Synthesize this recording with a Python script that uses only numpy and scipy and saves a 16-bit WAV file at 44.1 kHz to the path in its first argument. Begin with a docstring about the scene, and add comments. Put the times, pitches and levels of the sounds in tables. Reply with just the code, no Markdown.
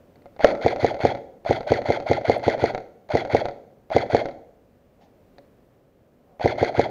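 """An electric airsoft rifle fires eighteen shots in five quick bursts inside a ruined brick building.
In each shot a motor winds up gears that whine at their meshing frequency, a spring-driven piston is
let go and slams home, and friction slows the gears. Impacts of pawl, latch and trigger excite the
receiver's damped modes; the first shot adds a pop of air. The walls reverberate over faint outdoor
noise, and all is heard dull and boxy through a microphone in a case on the rifle."""
import sys
import numpy as np
from scipy import signal
from scipy.io import wavfile
from scipy.ndimage import uniform_filter1d

SR = 44100
rng = np.random.default_rng(int(sys.argv[2]) if len(sys.argv) > 2 else 0)


def log_audio(samples):
    """Write samples as a 16-bit WAV file to the path given in sys.argv[1]."""
    # one column per channel
    frames = np.atleast_2d(samples).T
    # limit to full scale, then quantise
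    limited = np.clip(frames, -1, 1)
    pcm = np.round(limited * 32767).astype(np.int16)
    wavfile.write(sys.argv[1], SR, pcm)


N = 304290


def amp(db):
    """Amplitude ratio of a level in decibels."""
    return 10 ** (np.asarray(db) / 20)


def read(points, hz):
    """Interpolation on a log-frequency axis."""
    f, value = np.transpose(points)
    return np.interp(np.log(hz + 1), np.log(f + 1), value)


def add(mix, s, sound):
    """Superposition: a sound joins the mix at s seconds."""
    part = mix[max(round(s * SR), 0):][:len(sound)]
    part += sound[:len(part)]


def colour(x, spectrum, size=4096):
    """Minimum-phase filtering by the given spectrum."""
    log_gain = np.log(amp(read(spectrum, abs(np.fft.fftfreq(size, 1 / SR)))))
    taps = np.fft.ifft(np.exp(np.conj(signal.hilbert(log_gain)))).real
    return signal.oaconvolve(x, taps[:size // 2] * np.hanning(size)[size // 2:])[:len(x)]


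def spray(t60):
    """Many tiny impacts merge into exponentially decaying noise of unit energy."""
    t = np.arange(SR // 10) / SR
    noise = rng.standard_normal(len(t)) * amp(-60 * t / t60)
    return noise / np.linalg.norm(noise)


def ring(modes):
    """Free vibration: a sum of damped modes struck together."""
    t = np.arange(SR // 4) / SR
    return sum(amp(db - 60 * t / t60) * np.sin(2 * np.pi * hz * t) for hz, db, t60 in modes)


# outdoor noise: frequency_hz, gain_db
AIR_SPECTRUM = [(15, -32), (25, -3), (119, 1), (160, -2), (246, 1), (289, -3.5), (567, -2), (848, -15),
                (2560, -27), (3830, -32.5), (10400, -40.5), (13200, -36.5), (15500, -33.5)]
# its slow drift: time_s, level_db
AIR_LEVEL = [(0, -54.5), (1.4, -56.5), (4.9, -58), (5.4, -55), (5.95, -59.5), (6.4, -57.5)]
def air():
    """Ambient noise, strongest at low frequencies, drifts slowly in level."""
    noise = colour(rng.standard_normal(N), AIR_SPECTRUM)
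    level_db = np.interp(np.arange(N) / SR, *np.transpose(AIR_LEVEL))
    return noise / noise.std() * amp(level_db)


# resonances of the rifle's receiver: pitch_hz, level_db, t60_s
RECEIVER_MODES = [(569.5, -7, 0.1), (716, -3.5, 0.032), (750, -10.5, 0.015), (1355, -11.5, 0.013),
                  (2096, -15.5, .025)]
def knock(db, detune=0.026):
    """A blow excites the receiver's modes, never twice alike; finite contact time softens the treble."""
    modes = [(hz * (1 + detune * rng.standard_normal()), mode_db + db, t60)
             for hz, mode_db, t60 in RECEIVER_MODES]
    contact = np.hanning(16)
    return np.convolve(ring(modes), contact / contact.sum())


# response of small metal parts: frequency_hz, gain_db
METAL_SPECTRUM = [(300, -20.5), (1100, -9.5), (2000, 8), (2850, -13), (3500, -4.5), (4400, 0),
                  (5200, -14.5), (6400, -14.5), (12000, -19.5)]
def clacks(hits, tick_gain_db=23, bounce_s=0.006, bounce_db=-4):
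    """Inelastic impact: a metal part ticks, knocks the receiver and bounces once, more weakly."""
    ticks, knocks = np.zeros((2, N))
    for s, tick_db, knock_db in hits:
        add(ticks, s, amp(tick_db + tick_gain_db) * spray(.022))
        add(knocks, s, knock(knock_db))
        add(knocks, s + bounce_s * rng.uniform(0.95, 1.6), knock(knock_db + bounce_db))
    return colour(ticks, METAL_SPECTRUM) + knocks


# handling clicks: start_s, tick_db, knock_db
FITTING_HITS = [(0.157, -49.5, -46), (0.2207, -55, -48.5), (0.2577, -49, -31), (0.364, -47.5, -35),
                (5.383, -41, -35.5)]
def fittings():
    """Light impacts of the fittings sound as the rifle is handled."""
    return clacks(FITTING_HITS)


# decay of the brick room: frequency_hz, t60_s
ROOM_T60 = [(100, 0.5), (260, 0.77), (700, 0.72), (1840, .5), (4850, 0.5), (7000, 1), (12000, 1.0)]
# its response: frequency_hz, gain_db
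ROOM_SPECTRUM = [(60, -16), (200, -7), (500, -10.5), (900, -15), (2000, -13.5), (5000, -14.5), (12000, -18)]
def room(x, onset_s=0.0033, build_s=.02, count=3):
    """Reverberation: diffuse tails off the brick walls crossfade slowly as the shooter moves."""
    out = np.zeros(N)
    fade_in = np.clip((np.arange(SR) / SR - onset_s) / build_s, 0, 1)
    for k in range(count):
        hz, t, bands = signal.stft(rng.standard_normal(SR), SR, nperseg=256)
        t60 = read(ROOM_T60, hz)[:, None]
        unit_energy = np.sqrt(np.log(1e6) / (t60 * SR))
        bands *= amp(read(ROOM_SPECTRUM, hz)[:, None] - 60 * t / t60) * unit_energy
        tail = signal.istft(bands, SR, nperseg=256)[1][:SR] * fade_in
        share = np.cos(np.pi * (np.arange(N) / SR * 1.7 + k / count)) * np.sqrt(2 / count)
        out += signal.fftconvolve(x * share, tail)[:N]
    return out


# starts from rest: start_s, level_db
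MOTOR_STARTS = [(.3945, -21), (.9935, -22.5), (1.451, -23), (3.0925, -28), (3.9035, -21), (6.3975, -22.5)]
# each gear takes up its slack: delay_s, level_db
BACKLASH = [(0, 0), (.011, 1), (.023, -6)]
# resonances of the motor's cage: pitch_hz, level_db, t60_s
CAGE_MODES = [(640, -3, .055), (790, -4, .045), (2150, -18, .04)]
def motor_start(contact_lead_s=0.0034, contact_db=-18):
    """Backlash: the trigger's contact closes, and the gears clack into mesh in turn, ringing the cage."""
    ticks, knocks = np.zeros((2, N))
    for s, db in MOTOR_STARTS:
        add(ticks, s - contact_lead_s, amp(contact_db) * spray(0.022))
        for delay, gear_db in BACKLASH:
            add(knocks, s + delay, amp(db + gear_db) * ring(CAGE_MODES))
    return colour(ticks, METAL_SPECTRUM) + knocks


WIND_UP_S, POWER_OFF_S = .06, .013  # the motor is powered this long before and after a slam
def tooth_rate(t, top_hz=2997, spin_up_s=.052, coast_hz_per_s=28800):
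    """Meshing frequency t seconds from the slam: it rises under power, then friction lowers it evenly."""
    powered_s = np.minimum(t, POWER_OFF_S) + WIND_UP_S
    coasting_s = np.maximum(t - POWER_OFF_S, 0)
    powered_hz = top_hz * (1 - np.exp(-powered_s / spin_up_s))
    return np.maximum(powered_hz - coast_hz_per_s * coasting_s, 1)


# firing cycles, timed by the piston's slam: slam_s, slam_db, pawl_db
SHOTS = [(0.4523, -3, -0.5), (0.6625, 2.5, 1.5), (0.8456, 2, 0.5), (1.0512, 3, -0.5), (1.509, 0.7, 0),
         (1.7196, 3, -0.5), (1.903, -0.5, 0), (2.1134, 1.2, -5), (2.2973, 2.5, -7), (2.4805, 2, -3.5),
         (2.64, 1.4, -8.5), (3.1524, 0.6, 1), (3.348, 3, -10), (3.9643, 3.5, -9.5), (4.1476, 3.5, -13),
         (6.4583, 1.5, -10), (6.6284, 0.5, -9), (6.7946, 3, -11)]
# scrape of a tooth: frequency_hz, gain_db
SCRAPE_SPECTRUM = [(450, -6.5), (900, -3), (1400, -1), (6400, 0.5), (13000, -2)]
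# response of the gearbox shell: frequency_hz, gain_db
GEARBOX_SPECTRUM = [(200, -27), (440, -16.5), (620, 6.5), (830, -2), (1150, -23), (1430, -11),
                    (1750, -16.5), (2100, -5.5), (2850, -27.5), (3350, -16), (3800, -25), (4400, -16.5),
                    (5200, -35), (6400, -35), (9700, -32), (14000, -33)]
def gears(harmonics_db=(-20, -28, -36), rattle_db=-13, whine_knee_hz=295, rattle_knee_hz=600):
    """Gear mesh: teeth whine at harmonics of the tooth rate and scrape; both fade at low speed."""
    tone, scrape = np.zeros((2, N))
    t = np.arange(SR // 5) / SR - WIND_UP_S
    hz = tooth_rate(t)
    unloaded_db = -9 * np.exp(-(t / .014) ** 4)  # running free around the slam, the gears whine less
    whine_gain = amp(unloaded_db) / (1 + (whine_knee_hz / hz) ** 2)
    rattle_gain = amp(rattle_db) / (1 + (rattle_knee_hz / hz) ** 4)
    for s, *_ in SHOTS:
        noise = rng.standard_normal((3, len(t)))
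        drift, pressure, grains = uniform_filter1d(noise, size=64, axis=1) * np.sqrt(64)
        speed = 1 + .025 * rng.standard_normal() + .055 * drift
        phase = 2 * np.pi * (np.cumsum(hz * speed) / SR + rng.random())
        whine = sum(amp(db) * np.sin(k * phase) for k, db in enumerate(harmonics_db, 1))
        whine *= 1 + .6 * pressure  # uneven teeth press harder and softer
        contact = 1 + .6 * np.cos(phase)  # one scrape per tooth
        rattle = rng.standard_normal(len(t)) * contact * amp(3 * grains)
        add(tone, s - WIND_UP_S, whine * whine_gain)
        add(scrape, s - WIND_UP_S, rattle * rattle_gain)
    return colour(tone + colour(scrape, SCRAPE_SPECTRUM), GEARBOX_SPECTRUM)


# sway of the rifle's body: pitch_hz, level_db, t60_s
RECOIL_MODES = [(131.7, -14, 0.052), (258.3, -24, 0.12), (362.1, -19.5, 0.16), (97.2, -24.5, 0.11),
                (41.27, -32.5, 0.26)]
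# weighting of that sway: frequency_hz, gain_db
SWAY_SPECTRUM = [(20, -27.5), (55, -8.5), (85, 2.5), (500, 3.5), (1500, -19)]
def release(lead_s=.0165, sway_lead_s=0.012054, knock_db=-16, snap_db=-8, vary_db=0.98):
    """Recoil: the gear lets the piston go with a snap, and the spring's reaction rocks the rifle."""
    knocks, sway, snaps = np.zeros((3, N))
    for s, *_ in SHOTS:
        blow_db, sway_db = vary_db * rng.standard_normal(2)
        add(knocks, s - lead_s, knock(knock_db + blow_db))
        add(snaps, s - lead_s, amp(snap_db + blow_db) * spray(0.017))
        add(sway, s - sway_lead_s, -amp(sway_db) * ring(RECOIL_MODES))
    return knocks + colour(sway, SWAY_SPECTRUM) + colour(snaps, METAL_SPECTRUM)


# hollow note of the pop, then a lower ring as the first piston slams: start_s, pitch_hz, level_db, t60_s
FIRST_SHOT_MODES = [(.4454, 600, 8, .028), (.4454, 1080, -6, .02), (.4454, 1330, -6, .025),
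                    (.4539, 480, -7, .04)]
# thud of muzzle and piston, pop of air, and boom sent to the walls: frequency_hz, gain_db
THUD_SPECTRUM = [(25, 2), (60, 10), (150, 12), (300, 27), (500, 32), (800, 30), (1150, -2.5), (1900, -17.5),
                 (6400, -13), (15000, -22.5)]
POP_SPECTRUM = [(60, -6.5), (150, 3.5), (700, 1.5), (1300, 1), (2200, -13), (3200, -25), (14000, -32)]
BOOM_SPECTRUM = [(40, 8), (130, 24.5), (200, 17.5), (350, 29), (600, 15), (1250, 16.5), (2500, -15.5)]
def muzzle(s=.4454, thump_db=2, crack_db=13, pop_delay_s=.002, pop_db=16, snap_db=-5):
    """A pressure pulse opens the first shot: a hollow pop booms off the walls; the slam rings lower."""
    notes, thump, crack, snap = np.zeros((4, N))
    for start, *mode in FIRST_SHOT_MODES:
        add(notes, start, -ring([mode]))
    add(thump, s, [-amp(thump_db)])
    add(crack, s, amp(crack_db) * spray(0.014))
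    add(crack, s + pop_delay_s, [amp(pop_db)])
    add(snap, s + pop_delay_s, amp(snap_db) * spray(.006))
    boom = room(colour(thump, BOOM_SPECTRUM))
    return notes + colour(thump, THUD_SPECTRUM) + colour(crack, POP_SPECTRUM) + snap + boom


# reflections from the nearest surfaces: delay_ms, signed_gain
EARLY_REFLECTIONS = [(2.93, -0.35), (4.09, .47), (7.75, -0.37), (8.88, .13), (12.94, .1), (15.8, 0.058)]
def piston(crack_db=12, crack_lead_s=0.00081, snap_db=-10, body_db=-19):
    """Impulsive excitation: the piston's slam cracks, shakes the receiver and sends out an echoing thud."""
    blows, cracks, snaps, body, echoes = np.zeros((5, N))
    for s, db, _ in SHOTS:
        add(blows, s, [-amp(db)])
        add(cracks, s - crack_lead_s, amp(crack_db + db) * spray(0.008))
        add(snaps, s, amp(snap_db + db) * spray(.02))
        add(body, s + rng.uniform(.001, .005), knock(body_db + db, detune=0.092))
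    thud = colour(blows, THUD_SPECTRUM)
    for ms, gain in EARLY_REFLECTIONS:
        add(echoes, ms / 1000, gain * thud)
    shell = colour(colour(cracks, SCRAPE_SPECTRUM), GEARBOX_SPECTRUM)
    return thud + echoes + body + shell + colour(snaps, METAL_SPECTRUM)


# high, metallic resonances of the gearbox: pitch_hz, level_db, t60_s
GEARBOX_RING_MODES = [(3330, -39.5, 0.087), (3230, -43.5, 0.06), (4170, -46, .05)]
def latch(delay_s=.0185, knock_db=-17, snap_db=3, vary_db=0.95, ring_delay_s=.053, ring_vary_db=3):
    """Impact and resonance: a latch drops after each slam; the gearbox rings briefly as gears coast."""
    body, snaps = np.zeros((2, N))
    for s, *_ in SHOTS:
        db = vary_db * rng.standard_normal()
        add(body, s + delay_s, knock(knock_db + db))
        add(snaps, s + delay_s, amp(snap_db + db) * spray(0.022))
        ring_s = s + ring_delay_s * rng.uniform(.95, 1.05)
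        add(body, ring_s, amp(ring_vary_db * rng.standard_normal()) * ring(GEARBOX_RING_MODES))
    return body + colour(snaps, METAL_SPECTRUM)


def pawl(delay_s=.0983, tick_db=-31, knock_db=-18, again_s=0.023, again_db=-9):
    """Ratchet action: a pawl catches the gears twice as they stop after each shot."""
    return clacks([(s + delay_s + lag, tick_db + db + drop, knock_db + db + drop)
                   for s, _, db in SHOTS for lag, drop in [(0, 0), (again_s, again_db)]])


def thin_tick(s=2.381, db=-31):
    """A brief high-frequency transient: one thin tick during the longest burst."""
    out = np.zeros(N)
    add(out, s, amp(db) * spray(.008))
    return colour(out, [(5000, -45), (9500, 7.5), (14000, -9), (16000, -11)])


# the trigger snaps forward: start_s, level_db
TRIGGER_RETURNS = [(2.748, 0), (3.4552, 0.5), (4.2563, -2.5)]
# its first impact and two rebounds: delay_s, level_db
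REBOUNDS = [(0, 0.5), (.03, -5), (.055, -16)]
def trigger(tick_db=-25, knock_db=-13):
    """Damped rebound: the trigger springs back after a burst, losing energy at each impact."""
    return clacks([(s + lag, tick_db + db + drop, knock_db + db + drop)
                   for s, db in TRIGGER_RETURNS for lag, drop in REBOUNDS])


# sliding contact on the rifle: frequency_hz, gain_db
SCUFF_SPECTRUM = [(300, -15), (780, 9.5), (1150, -19), (2100, -14), (4400, -20), (6400, -25), (12000, -26)]
def scuff(start_s=5.0, rise_s=0.027, db=-40):
    """Friction noise: one soft scuff against the rifle swells and dies in the pause."""
    age = np.maximum(np.arange(N) / SR - start_s, 0) / rise_s
    envelope = (age * np.exp(1 - age)) ** 1.5
    return amp(db) * colour(rng.standard_normal(N) * envelope, SCUFF_SPECTRUM)


def grip(s=6.32, width_s=.06, db=-72):
    """Friction of the tightening grip drives the receiver's two lowest modes before the last burst."""
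    stroke = rng.standard_normal(N) * np.exp(-((np.arange(N) / SR - s) / width_s) ** 2)
    return amp(db) * signal.oaconvolve(stroke, ring(RECEIVER_MODES[:2]))[:N]


# transmission through the microphone's case: frequency_hz, gain_db
CASE_SPECTRUM = [(5000, -3), (6700, -2), (7400, -19.5), (7950, -33.5), (8500, -18), (9700, -16),
                 (11000, -25.5), (12800, -24.5), (15500, -25)]
def cased_microphone(x, ceiling=1.33):
    """Saturation rounds off peaks near the ceiling; the case's transmission loss dulls the treble."""
    rounded = x / (1 + (x / ceiling) ** 12) ** (1 / 12)
    return colour(rounded, CASE_SPECTRUM)


def scene():
    """Direct and reverberant sound sum at the microphone; the thin tick and outdoor air join them."""
    firing = motor_start() + gears() + release() + piston() + latch() + muzzle() + pawl()
    rifle = firing + trigger() + fittings() + scuff() + grip()
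    return (cased_microphone(rifle + room(rifle)) + thin_tick() + air())[None]


def record(dry, cutoff_hz=15650):
    """Band limiting: a steep low-pass filter removes the highest treble."""
    low_pass = signal.firwin(511, cutoff_hz, window=("kaiser", 9), fs=SR)
    return signal.oaconvolve(dry, low_pass[None], "same")


dry = scene()
out = record(dry)
log_audio(out)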